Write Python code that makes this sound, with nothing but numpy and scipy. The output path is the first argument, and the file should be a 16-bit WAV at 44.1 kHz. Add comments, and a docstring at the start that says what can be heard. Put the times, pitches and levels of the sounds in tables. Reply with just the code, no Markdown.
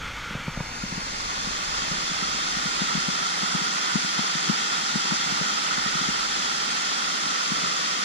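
"""A tall waterfall, heard through the two microphone ports of a hand-held camera.
At first its hiss is dull and centred, soft knocks thump on the camera and a draught rumbles.
Then the hiss eases open, wide and bright, and the draught dies down but for a few puffs.
Knocks keep landing at uneven times, now without their deep bass and edge, until they thin out near the end.
Water and draught are shaped noise; each knock is a set of short decaying rings."""
import sys
import numpy as np
from scipy import signal
from scipy.fft import rfft, irfft
from scipy.io import wavfile
from scipy.ndimage import uniform_filter1d

SR = 44100
rng = np.random.default_rng(int(sys.argv[2]) if len(sys.argv) > 2 else 0)


def to_wav(sig):
    """Store sig (one row per channel, or 1-D mono) as 16-bit WAV at the path in sys.argv[1].

    Samples outside -1..1 are clipped; the rate is SR.
    """
    pcm = np.clip(np.atleast_2d(sig), -1, 1) * 32767
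    pcm = np.round(pcm).astype(np.int16)
    wavfile.write(sys.argv[1], SR, pcm.T)  # frames by channels


N = 354563
TIME = np.arange(N) / SR
HZ = np.fft.rfftfreq(N, 1 / SR)
# the sound stays dull and centred until OPEN_AT_S, then eases open with this time constant
OPEN_AT_S, OPEN_EASE_S = 0.41, 0.97


def gain_of(db):
    """Decibels to amplitude."""
    return 10 ** (np.asarray(db) / 20)


def evened(x):
    """Scales to an rms of one."""
    return x / np.sqrt(np.mean(x ** 2) + 1e-20)


def read(table, hz):
    """Every column of a spectrum table, joined by lines on a log-frequency axis."""
    table_hz, *columns = np.transpose(table)
    return np.array([np.interp(np.log(hz + 1), np.log(table_hz + 1), column) for column in columns])


def follow(table):
    """A two-column timeline, joined by straight lines over the whole scene."""
    return np.interp(TIME, *np.transpose(table))


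def add(mix, start_s, sound):
    """Mixes a stereo sound in at its start time."""
    start = max(round(start_s * SR), 0)
    part = mix[:, start:][:, :sound.shape[1]]
    part += sound[:, :part.shape[1]]


def openness(t):
    """Share of the wide, bright sound: none at first, then an exponential approach to all of it."""
    return 1 - np.exp(-np.maximum(t - OPEN_AT_S, 0) / OPEN_EASE_S)


def crossfade(opened, closed, t):
    """Blends from the closed sound to the opened one by the openness at time t."""
    return openness(t) * opened + (1 - openness(t)) * closed


# Colour of the falling water. Each row: frequency in Hz, relative left and right level in dB per Hz.
WATER = [(60.4, -40, -31), (119, -22, -36), (152, 0, -5), (240, 0, -5.5), (398, -4, -13.5),
         (622, -6.5, -13.5), (1154, -1.3, -0.3), (2620, 0.7, -1.5), (4820, 1.5, 2.5), (7480, -6.5, -0.5),
         (8360, -18, -25.5), (8570, -12.5, -15.5), (9820, -17, -20.5), (10420, -35, -20.5),
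         (11300, -32.5, -35), (12400, -27.5, -29), (15100, -43, -42)]
# Peaks and dips of the microphone ports.
# Each row: centre in Hz, width (standard deviation) in Hz, left and right boost in dB.
PORTS = [(820, 173, 5, 9.5), (1314, 152, 2, 9), (1440, 110, -2.5, 4), (1665, 34, -1, -4.5),
         (1750, 200, 2.5, 3.5), (2313, 71, -24, 2.5), (2877, 110, -8, -0.5), (3233, 65, 4.5, -1),
         (3960, 155, -5.5, -1.5), (4070, 200, -2, -1), (4440, 84, 0.5, -2.5), (6600, 515, 4.5, -12)]
# How alike the ports hear the water. Each row: frequency in Hz, coherence 0-1, left's lead in radians.
PAIR = [(100, .65, .3), (220, .72, .2), (370, .38, -.6), (520, .6, -2.5), (800, .96, -2.1), (1400, .94, -3),
        (1620, .76, -3.1), (1750, .72, -4.5), (2050, .67, -6), (2300, .25, -7.4), (2550, .34, -9.3),
        (2900, .05, -5), (3200, .68, -5.3), (3600, .7, -6.1), (3950, .66, -6.7), (4300, .58, -5.4),
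        (4600, .62, -3), (5100, .58, -2.7), (5500, .33, -3.2), (5900, .3, -2), (6300, .39, -2.9),
        (6900, .65, -3.6), (7600, .48, -2.4), (8800, .19, -.6), (10500, .55, 0), (12500, .45, 0),
        (14000, .05, 0)]
# The camera tips up to the crest and back. Each row: time in seconds, upward tilt 0-1.
TILT = [(0.3, 0), (1.5, .3), (3.2, 0.9), (5.2, 1), (6.6, 1), (8.04, 0.06)]
# Colour the wide sound gains as the camera is lowered. Each row: frequency in Hz, boost in dB.
LOWERED = [(350, -0.5), (550, 3.5), (720, 0), (860, -7.5), (1120, 4), (1400, -2), (1700, 0.5), (2000, 0),
           (2500, 0.5), (3300, 0), (7000, 0)]
# Colour of the dull, centred hiss. Each row: frequency in Hz, relative level in dB per Hz.
DULL = [(130, -2), (250, -1), (380, -9), (520, -3), (680, -9.5), (890, -1), (1020, -4), (1250, 3),
        (1430, 8.5), (1580, -1), (1800, -0.5), (1930, -1.5), (2080, 3.5), (2450, -1), (2850, -6),
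        (3350, -1), (4050, -11.5), (4370, -7.5), (4700, -12.5), (6500, -13), (9000, -25.5), (11500, -32),
        (12500, -28), (15000, -38)]
# Lag of the dull hiss behind the wide sound at the left port. Each row: frequency in Hz, lag in radians.
LAG = [(280, 0), (550, -1.6), (1050, -0.5), (1400, 0.6), (1750, 2.5), (2000, 2), (2230, 1.1), (2550, 1.1),
       (3700, 4.5), (4300, -0.6), (4800, 3.5), (5900, 1.6), (6450, 1.5), (7800, 1.54)]
WIDE_DB, DULL_DB = -25, -34.5  # rms levels in dB before the crossfade


def waterfall():
    """The roar reaches two partly alike ports, each with its own resonances; tilt shifts the colour."""
    colour_db = read(WATER, HZ)
    for centre_hz, width_hz, *ears_db in PORTS:
        bump = np.exp(-.5 * ((HZ - centre_hz) / width_hz) ** 2)
        colour_db = colour_db + np.outer(ears_db, bump)
    alike, lead = read(PAIR, HZ)
    alike = np.clip(alike, 0, 1)
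    left = churn()
    right = alike * np.exp(-1j * lead) * left + np.sqrt(1 - alike ** 2) * churn()
    ports = np.array([left, right]) * gain_of(colour_db)

    tilt = follow(TILT)
    raised = irfft(ports, N)
    lowered = irfft(ports * gain_of(read(LOWERED, HZ)), N)
    wide = gain_of(WIDE_DB) * evened(tilt * raised + (1 - tilt) * lowered)

    # the centred hiss is the same water, shifted in phase, so the two turn hollow while they overlap
    late = left * np.exp(-1j * read(LAG, HZ))
    centred = gain_of(DULL_DB) * evened(irfft(late * gain_of(read(DULL, HZ)), N))
    return crossfade(wide, centred, TIME)


def churn(patch_db=0.6, splash_db=0.5, swell_db=-0.19):
    """Spectrum of the noise of countless drops, made uneven by clumps of water landing."""
    shape = (N // 256 + 5, 513)  # time frames, frequency bins
    real, imag, patches, splashes = rng.standard_normal((4,) + shape)
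    swell = rng.standard_normal((shape[0], 1))
    # patches last longer in narrow bands, splashes are brief and broad, swells move the whole band
    patches = evened(uniform_filter1d(uniform_filter1d(patches, size=14, axis=0), size=12, axis=1))
    splashes = evened(uniform_filter1d(uniform_filter1d(splashes, size=4, axis=0), size=110, axis=1))
    swell = evened(uniform_filter1d(swell, size=60, axis=0))
    uneven_db = patch_db * patches + splash_db * splashes + swell_db * swell
    field = (real + 1j * imag) * gain_of(uneven_db)
    noise = signal.istft(field.T, nperseg=1024, noverlap=768)[1][:N]
    return rfft(evened(noise))


# Knocks on the camera.
# Each row: start in seconds, strength in dB, middle pitch in Hz, hardness 0-1.
KNOCKS = [(.309, -24, 187, 0.6), (0.3528, -17.5, 151, 0.7), (0.4807, -13, 159, 0.65),
          (0.5745, -15.5, 152, 0.54), (0.606, -14, 142, 0.76), (0.837, -14.5, 195, 0.26),
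          (0.9245, -18, 184, 0), (0.978, -16.5, 190, .05), (1.472, -18, 190, .1), (1.915, -14.5, 174, 0.23),
          (2.1145, -19, 191, 0), (2.2247, -16.5, 195, 0), (2.3463, -21, 215, 0.2), (2.569, -16.5, 185, 0),
          (2.659, -13, 194, 0), (2.8176, -9.5, 197, 0.47), (2.928, -31, 183, 0), (2.952, -8.5, 184, 0.1),
          (2.9768, -13, 170, 0), (3.085, -9.5, 181, 0.16), (3.431, -16.5, 202, 0.3), (3.55, -8, 183, 0),
          (3.6172, -17, 175, 0.2), (3.927, -31, 197, 0.1), (3.9562, -4, 202, 0.15), (4.046, -16, 186, 0.3),
          (4.1912, -10, 209, 0.5), (4.354, -14.5, 168, 0), (4.497, -3, 202, 0.07), (4.957, -7, 204, 0.1),
          (5.121, -9, 197, 0.16), (5.263, -19, 165, 0.1), (5.323, -14.5, 180, 0.1),
          (5.412, -11.5, 173, 0.24), (5.7806, -16, 210, 0), (5.8616, -16, 216, 0), (5.9536, -14, 154, 0),
          (6.0127, -17, 191, 0.1), (6.0877, -11.5, 201, 0), (7.264, -22, 221, 0.03),
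          (7.5189, -11.5, 198, 0.16), (7.637, -16.5, 192, 0.1)]
# at first the light case answers this long before the heavier body; the two merge as the sound opens
CLACK_LEAD_S = 0.0031


def handling(faint_db=-34, spread_db=3, faint_hz=200, top_hz=600, count=30):
    """Clear knocks, with fainter ones scattered between them, ring the camera's body and case."""
    thuds, clacks = np.zeros((2, 2, N))
    for start_s, db, hz, hardness in KNOCKS:
        add(thuds, start_s, knock(start_s, db, hz, hardness))
        lead_s = CLACK_LEAD_S * (1 - openness(start_s))
        add(clacks, start_s - lead_s, clack(db, hardness))
    for when, force, pitch in rng.uniform(-1, 1, (count, 3)):
        start_s = (when + 1) / 2 * KNOCKS[-1][0]
        faint = knock(start_s, faint_db + spread_db * force, faint_hz * (1 + .15 * pitch), hardness=0)
        add(thuds, start_s, faint)
    # as the sound opens the thuds lose their bass and their edge, and turn round
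    full = low_cut(thuds, edge_hz=125, leak_db=-3)
    lean = low_cut(thuds, edge_hz=138.5, leak_db=-25)
    treble_loss = np.sqrt(1 + (HZ / top_hz) ** 6)
    rounded = irfft(rfft(lean) / treble_loss, N)
    return clacks + crossfade(rounded, full, TIME)


# Modes of the camera body.
# Each row: multiple of the pitch, left and right level in dB, 60 dB decay time in seconds.
BODY = [(1, 0.5, -14, 0.038), (1.6, -27, 3, 0.0074), (.75, 3, -4, 0.022), (1.33, -30, -28, 0.19)]
# each ring starts a share SAG above its pitch and sags as far below it, with time constant SAG_S
SAG, SAG_S = 0.045, 0.0071
HARD_SAG = 0.3  # further share of sag at full hardness


def knock(start_s, db, hz, hardness, rise=0.0035):
    """The body's short, sagging rings start alike at both ports and part as the sound opens."""
    t = np.arange(SR // 10) / SR
    sag = SAG + HARD_SAG * hardness ** 2
    turns = hz * ((1 - sag) * t + sag * 2 * SAG_S * (1 - np.exp(-t / SAG_S)))
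    thud = 0
    for multiple, left_db, right_db, t60 in BODY:
        decay = gain_of(np.array([[left_db], [right_db]]) - 60 * t / t60)
        thud = thud + decay * np.sin(2 * np.pi * multiple * turns)
    left, right = gain_of(db) * (1 - np.exp(-t / rise)) * thud
    return np.array([left, crossfade(right, left, start_s)])


# The case's upper modes, reached by hard knocks.
# Each row: frequency in Hz, middle level in dB, 60 dB decay time in seconds.
CASE = [(564, 1, 0.017), (700, -0.5, 0.015), (930, 0, 0.013)]


def clack(db, hardness, rise=0.004, uneven_db=6.0):
    """A hard blow also rings the case, alike at both ports; each blow favours other modes."""
    t = np.arange(SR // 10) / SR
    ring = 0
    for mode_hz, mode_db, t60 in CASE:
        struck_db = mode_db + uneven_db * rng.uniform(-1, 1)
        ring = ring + gain_of(struck_db - 60 * t / t60) * np.sin(2 * np.pi * mode_hz * t)
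    return np.array([ring, ring]) * gain_of(db) * hardness * (1 - np.exp(-t / rise))


def low_cut(x, edge_hz, leak_db):
    """A steep high-pass that lets a little of the deep bass through, as set by the leak."""
    steep = (HZ / edge_hz) ** 24
    return irfft(rfft(x) * (gain_of(leak_db) + steep) / (1 + steep), N)


# Strength of the draught on the microphone. Each row: time in seconds, level in dB before DRAUGHT_DB.
DRAUGHT = [(0.05, -45), (0.5, -49), (1.67, -50.5), (2.22, -53), (4.48, -73), (4.77, -63), (5.46, -65),
           (6.08, -58), (8.04, -77)]
# Colour of its rumble. Each row: frequency in Hz, relative level in dB per Hz.
RUMBLE = [(6, -10), (17, -0.5), (33, -0.5), (48, 4), (58, -3), (80, -4.5), (100, -5), (125, -9.5),
          (180, -9), (400, -33), (2000, -70)]
# Separate puffs in the draught. Each row: centre in seconds, rise in dB.
PUFFS = [(.2, 0), (.585, 7), (1.8, 5), (1.89, 3), (2.8, 3), (5.31, 5), (6.11, 3), (7.58, 9)]
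DRAUGHT_DB, PUFF_S = 4, 0.042  # overall lift in dB, puff width (standard deviation) in seconds


def draught(apart=0.38):
    """Moving air buffets the microphone in lumps: one rumble at both ports, parting as the sound opens."""
    noise = rfft(rng.standard_normal((2, N)))
    shared, own = evened(irfft(noise * gain_of(read(RUMBLE, HZ)), N))
    side = apart * openness(TIME) * own
    puffs_db = sum(rise_db * np.exp(-.5 * ((TIME - centre_s) / PUFF_S) ** 2) for centre_s, rise_db in PUFFS)
    level_db = DRAUGHT_DB + follow(DRAUGHT) + puffs_db
    return gain_of(level_db) * np.array([shared + side, shared - side])


def scene():
    """Water, knocks and moving air."""
    return waterfall() + handling() + draught()


def record(dry):
    """The recorder's band limit: a steep low-pass that takes off the highest treble."""
    low_pass = signal.firwin(511, 15200, window=("kaiser", 9), fs=SR)  # edge in Hz
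    return signal.oaconvolve(dry, low_pass[None], "same")


dry = scene()
out = record(dry)
to_wav(out)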